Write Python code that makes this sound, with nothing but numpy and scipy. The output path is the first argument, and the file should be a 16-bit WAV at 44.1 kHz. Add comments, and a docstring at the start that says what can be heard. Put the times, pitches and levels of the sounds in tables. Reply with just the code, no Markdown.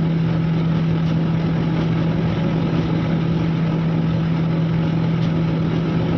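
"""Treadmill in a ship's gym

One microphone in the cabin. From beyond the walls, machinery drones through the hull: one strong
low hum over a rumble and a roar. In the room, ventilation air rushes and rings the panels and ducts.
Someone walks on a treadmill: each tread presses the belt down, and now and then a foot scuffs it."""
import sys
import numpy as np
from scipy import signal
from scipy.fft import rfft, irfft
from scipy.io import wavfile
from scipy.ndimage import uniform_filter1d

SR = 44100
rng = np.random.default_rng(int(sys.argv[2]) if len(sys.argv) > 2 else 0)


def generate_wav(sig):
    """Save sig (samples, or channels by samples) to the path in sys.argv[1] as 16-bit PCM at SR."""
    pcm = np.round(np.clip(np.atleast_2d(sig).T, -1, 1) * 32767).astype(np.int16)
    wavfile.write(sys.argv[1], SR, pcm)


N = 272097
TIME = np.arange(N) / SR
FREQS = np.fft.rfftfreq(N, 1 / SR)

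# The machinery's load, as the rise of its roar: time_s, rise_db
MACHINE_LOAD = [(0.0, -0.86), (1.1, -0.24), (1.7, 1.0), (2.4, 2.5), (2.9, 2.6), (3.5, 0.97), (4.0, 0.0),
                (5.55, 0.42), (6.17, 3.5)]
# Resonances of the cabin's panels and ducts: centre_hz, width_hz, lift_db
CABIN_RESONANCES = [(254, 17, 4), (313.4, 25, 5), (354, 11, 3), (480, 24, 3.5), (550.8, 16, 8.5),
                    (853.3, 48, 8.5), (971, 43, 5), (1158, 34, 5.5), (1220, 38, 2), (1289, 75, 9),
                    (1510, 19, 1.5), (1620, 18, 5.5), (2040, 18, 5), (2235, 110, 4.5), (2830, 90, 3.5),
                    (3050, 81, 3.5)]
# Spectrum of the rumble in the hull: frequency_hz, relative_db
RUMBLE_SPECTRUM = [(15, -31.5), (35, -23.5), (65, -11), (100, -8), (122, 0.5), (150, -6.5), (200, -7.5),
                   (300, -32.5)]
# Spectrum of the machinery's roar, and of the belt's low rub: frequency_hz, relative_db
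ROAR_SPECTRUM = [(120, -24), (190, 0), (260, -1.5), (368, -1.5), (395, -8.5), (560, -10.5), (700, -14.5),
                 (1000, -22), (1500, -39)]
# Spectrum of the ventilation rush: frequency_hz, relative_db
AIR_SPECTRUM = [(400, -5), (900, 0.5), (1070, -2.5), (1400, 3.5), (1850, 0), (2250, -1), (3200, -3.5),
                (4050, -6), (4350, -14.5), (5500, -11.5), (5900, -17.5), (6150, -28), (7200, -33.5),
                (8000, -51)]
# The walker's weight pressing the belt onto the deck: peak_s, rub_db, swish_db
BELT_TREADS = [(0.33, -28.5, -40), (0.78, -32.5, -37), (1.1, -35, -39.5), (1.43, -32, -40.5),
               (1.6, -28, -43), (1.8, -25.5, -34.5), (2.0, -35, -36.5), (2.3, -28.5, -38),
               (2.77, -28, -36.5), (3.1, -29, -44.5), (3.68, -30, -42), (4.14, -31.5, -43),
               (4.36, -33, -41.5), (4.86, -32, -41), (5.04, -31.5, -43.5), (5.24, -33, -38),
               (5.38, -29.5, -44), (5.76, -26.5, -37), (5.91, -32, -41)]
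# Spectrum of the belt's swish on the deck: frequency_hz, relative_db
SWISH_SPECTRUM = [(400, -0.5), (850, 1.5), (1400, 2.5), (2200, -1.5), (3200, -3), (4300, -9.5),
                  (5700, -13.5), (6300, -27.5), (7500, -42)]
# Feet scuffing the belt: start_s, level_db, slide_s, fizz_relative_db
FOOT_SCUFFS = [(0.576, -48.5, 0.02, -37), (0.746, -49.5, 0.052, -44), (1.052, -41.5, 0.043, -27.5),
               (1.802, -42.5, 0.036, -24), (2.752, -45, 0.088, -40), (3.342, -48, .04, -34),
               (4.834, -47, 0.024, -40), (5.219, -37, 0.027, -30.5)]
# Spectrum of a sole rubbing the belt: frequency_hz, relative_db
SCUFF_SPECTRUM = [(600, -9.5), (2000, -8), (3400, 4.5), (4300, -4.5), (5700, -3), (6300, -18.5),
                  (7500, -33), (9000, -44.5)]


def gain_of(db):
    """Decibels to amplitude."""
    return 10 ** (np.asarray(db) / 20)


def unit_rms(x):
    """Scales to an rms of one."""
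    return x / np.sqrt(np.mean(x ** 2) + 1e-20)


def shaped_noise(response):
    """Noise of unit rms, shaped by one gain for each of FREQS."""
    return unit_rms(irfft(rfft(rng.standard_normal(N)) * response, N))


def drift(hz):
    """A random wander, with changes up to about hz a second."""
    return shaped_noise(np.exp(-(FREQS / hz) ** 2))


def resonance(centre_hz, width_hz):
    """A peak of height one over FREQS."""
    return 1 / (1 + (2 * (FREQS - centre_hz) / width_hz) ** 2)


def cabin_noise(spectrum):
    """Noise with a smooth spectrum, lifted where the panels and ducts ring."""
    hz, db = np.transpose(spectrum)
    slope_db = np.interp(np.log(FREQS + 1), np.log(hz), db)
    lift_db = sum(lift * resonance(centre, width) for centre, width, lift in CABIN_RESONANCES)
    roll_off = 1 / (1 + (FREQS / (1.03 * hz[-1])) ** 6)
    return shaped_noise(gain_of(slope_db + lift_db) * roll_off)


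def hull_hum(swell_db, pitch_hz=163.2, waver_hz=0.35, beat_hz=5.8):
    """As the roar swells, the hum rises slightly in pitch, sounds quieter,
    and throbs more against a faint tone just above it."""
    hz = pitch_hz + 0.29 * swell_db + waver_hz * drift(1.9)
    main = gain_of(-17 - 0.97 * swell_db) * np.sin(2 * np.pi * np.cumsum(hz) / SR)
    neighbour_hz = hz + beat_hz + waver_hz * drift(2.5)
    neighbour = gain_of(-40 + 2.5 * swell_db) * np.sin(2 * np.pi * np.cumsum(neighbour_hz) / SR)
    return main + neighbour


def machinery(load_db, rumble_db=-28, roar_db=-28, churn_db=1.0):
    """A deep rumble in the hull and a churning roar above it swell together with the load."""
    roar = gain_of(roar_db + load_db + churn_db * drift(13)) * cabin_noise(ROAR_SPECTRUM)
    rumble = gain_of(rumble_db + 0.97 * load_db) * cabin_noise(RUMBLE_SPECTRUM)
    return rumble + roar


def patchy(hiss, depth_db=2.5, span_s=0.04, span_hz=200, full_hz=5000):
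    """Small patches of a hiss swell and fade on their own, most of all in the treble."""
    frame, hop = 1024, 256
    hz, _, bands = signal.stft(hiss, SR, nperseg=frame, noverlap=frame - hop)
    patches = uniform_filter1d(rng.standard_normal(bands.shape), round(span_hz / hz[1]), axis=0)
    patches = unit_rms(uniform_filter1d(patches, round(span_s * SR / hop), axis=1))
    swing_db = depth_db * np.sqrt(np.minimum(hz / full_hz, 1))[:, None]
    _, uneven = signal.istft(bands * gain_of(swing_db * patches), SR, nperseg=frame, noverlap=frame - hop)
    return unit_rms(uneven[:N])


def ventilation(swell_db, level_db=-37.5, eddy_db=1.08):
    """Rushing air, a little louder as the roar swells, made slightly uneven by eddies."""
    rush_db = level_db + 0.64 * swell_db + eddy_db * drift(50)
    return gain_of(rush_db) * patchy(cabin_noise(AIR_SPECTRUM))


def flutter(rate_hz=43.07, depth_db=1.0):
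    """A gain that gives the broad noise a faint, fast, regular flutter."""
    return gain_of(depth_db * np.sin(2 * np.pi * rate_hz * TIME))


def belt_treads(half_tread_s=0.052):
    """Under each tread the belt drags on the deck: a soft swell of low rub and swish."""
    rub, swish = cabin_noise(ROAR_SPECTRUM), cabin_noise(SWISH_SPECTRUM)
    out = np.zeros(N)
    for peak_s, rub_db, swish_db in BELT_TREADS:
        weight = np.exp(-((TIME - peak_s) / half_tread_s) ** 2)
        out += weight * (gain_of(rub_db) * rub + gain_of(swish_db) * swish)
    return out


def foot_scuffs(grain_db=3, rise_s=0.0048, tail_s=0.027):
    """Grainy friction noise bites, slides and dies in the cabin; crisp scuffs carry a fizz."""
    rub = cabin_noise(SCUFF_SPECTRUM)
    fizz = shaped_noise(resonance(centre_hz=10000, width_hz=7000))
    grip = unit_rms(gain_of(grain_db * drift(200)))  # the sole catches and slips
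    out = np.zeros(N)
    for start_s, level_db, slide_s, fizz_db in FOOT_SCUFFS:
        age_s = np.maximum(TIME - start_s, 0)
        rise = 1 - np.exp(-age_s / rise_s)
        tail = np.exp(-np.maximum(age_s - slide_s, 0) / tail_s)
        first_bite = np.exp(-age_s / (2 * slide_s))  # the fizz fades as the sole settles
        out += gain_of(level_db) * rise * tail * (rub + gain_of(fizz_db) * first_bite * fizz)
    return grip * out


def scene():
    """What the microphone hears, in mono: the ship's drone, the air and the treadmill."""
    load_db = np.interp(TIME, *np.transpose(MACHINE_LOAD))
    hum = hull_hum(load_db)
    broad_noise = machinery(load_db) + ventilation(load_db) + belt_treads()
    return (hum + flutter() * broad_noise + foot_scuffs())[None]


def record(dry, hiss_db=-80, target_db=-18, squeeze=0.36, window_s=0.038, cutoff_hz=15500):
    """Faint microphone hiss, a gain control that steadies the level, then the band limit."""
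    heard = dry + gain_of(hiss_db) * rng.standard_normal(dry.shape)
    window = round(window_s * SR)
    power_db = 10 * np.log10(uniform_filter1d(heard[0] ** 2, window) + 1e-12)
    excess_db = uniform_filter1d(power_db - target_db, window // 2 + 1)
    steadied = heard / gain_of(squeeze * excess_db)
    low_pass = signal.firwin(255, cutoff_hz, window=("kaiser", 9), fs=SR)
    return signal.filtfilt(low_pass, 1, steadied)


dry = scene()
out = record(dry)
generate_wav(out)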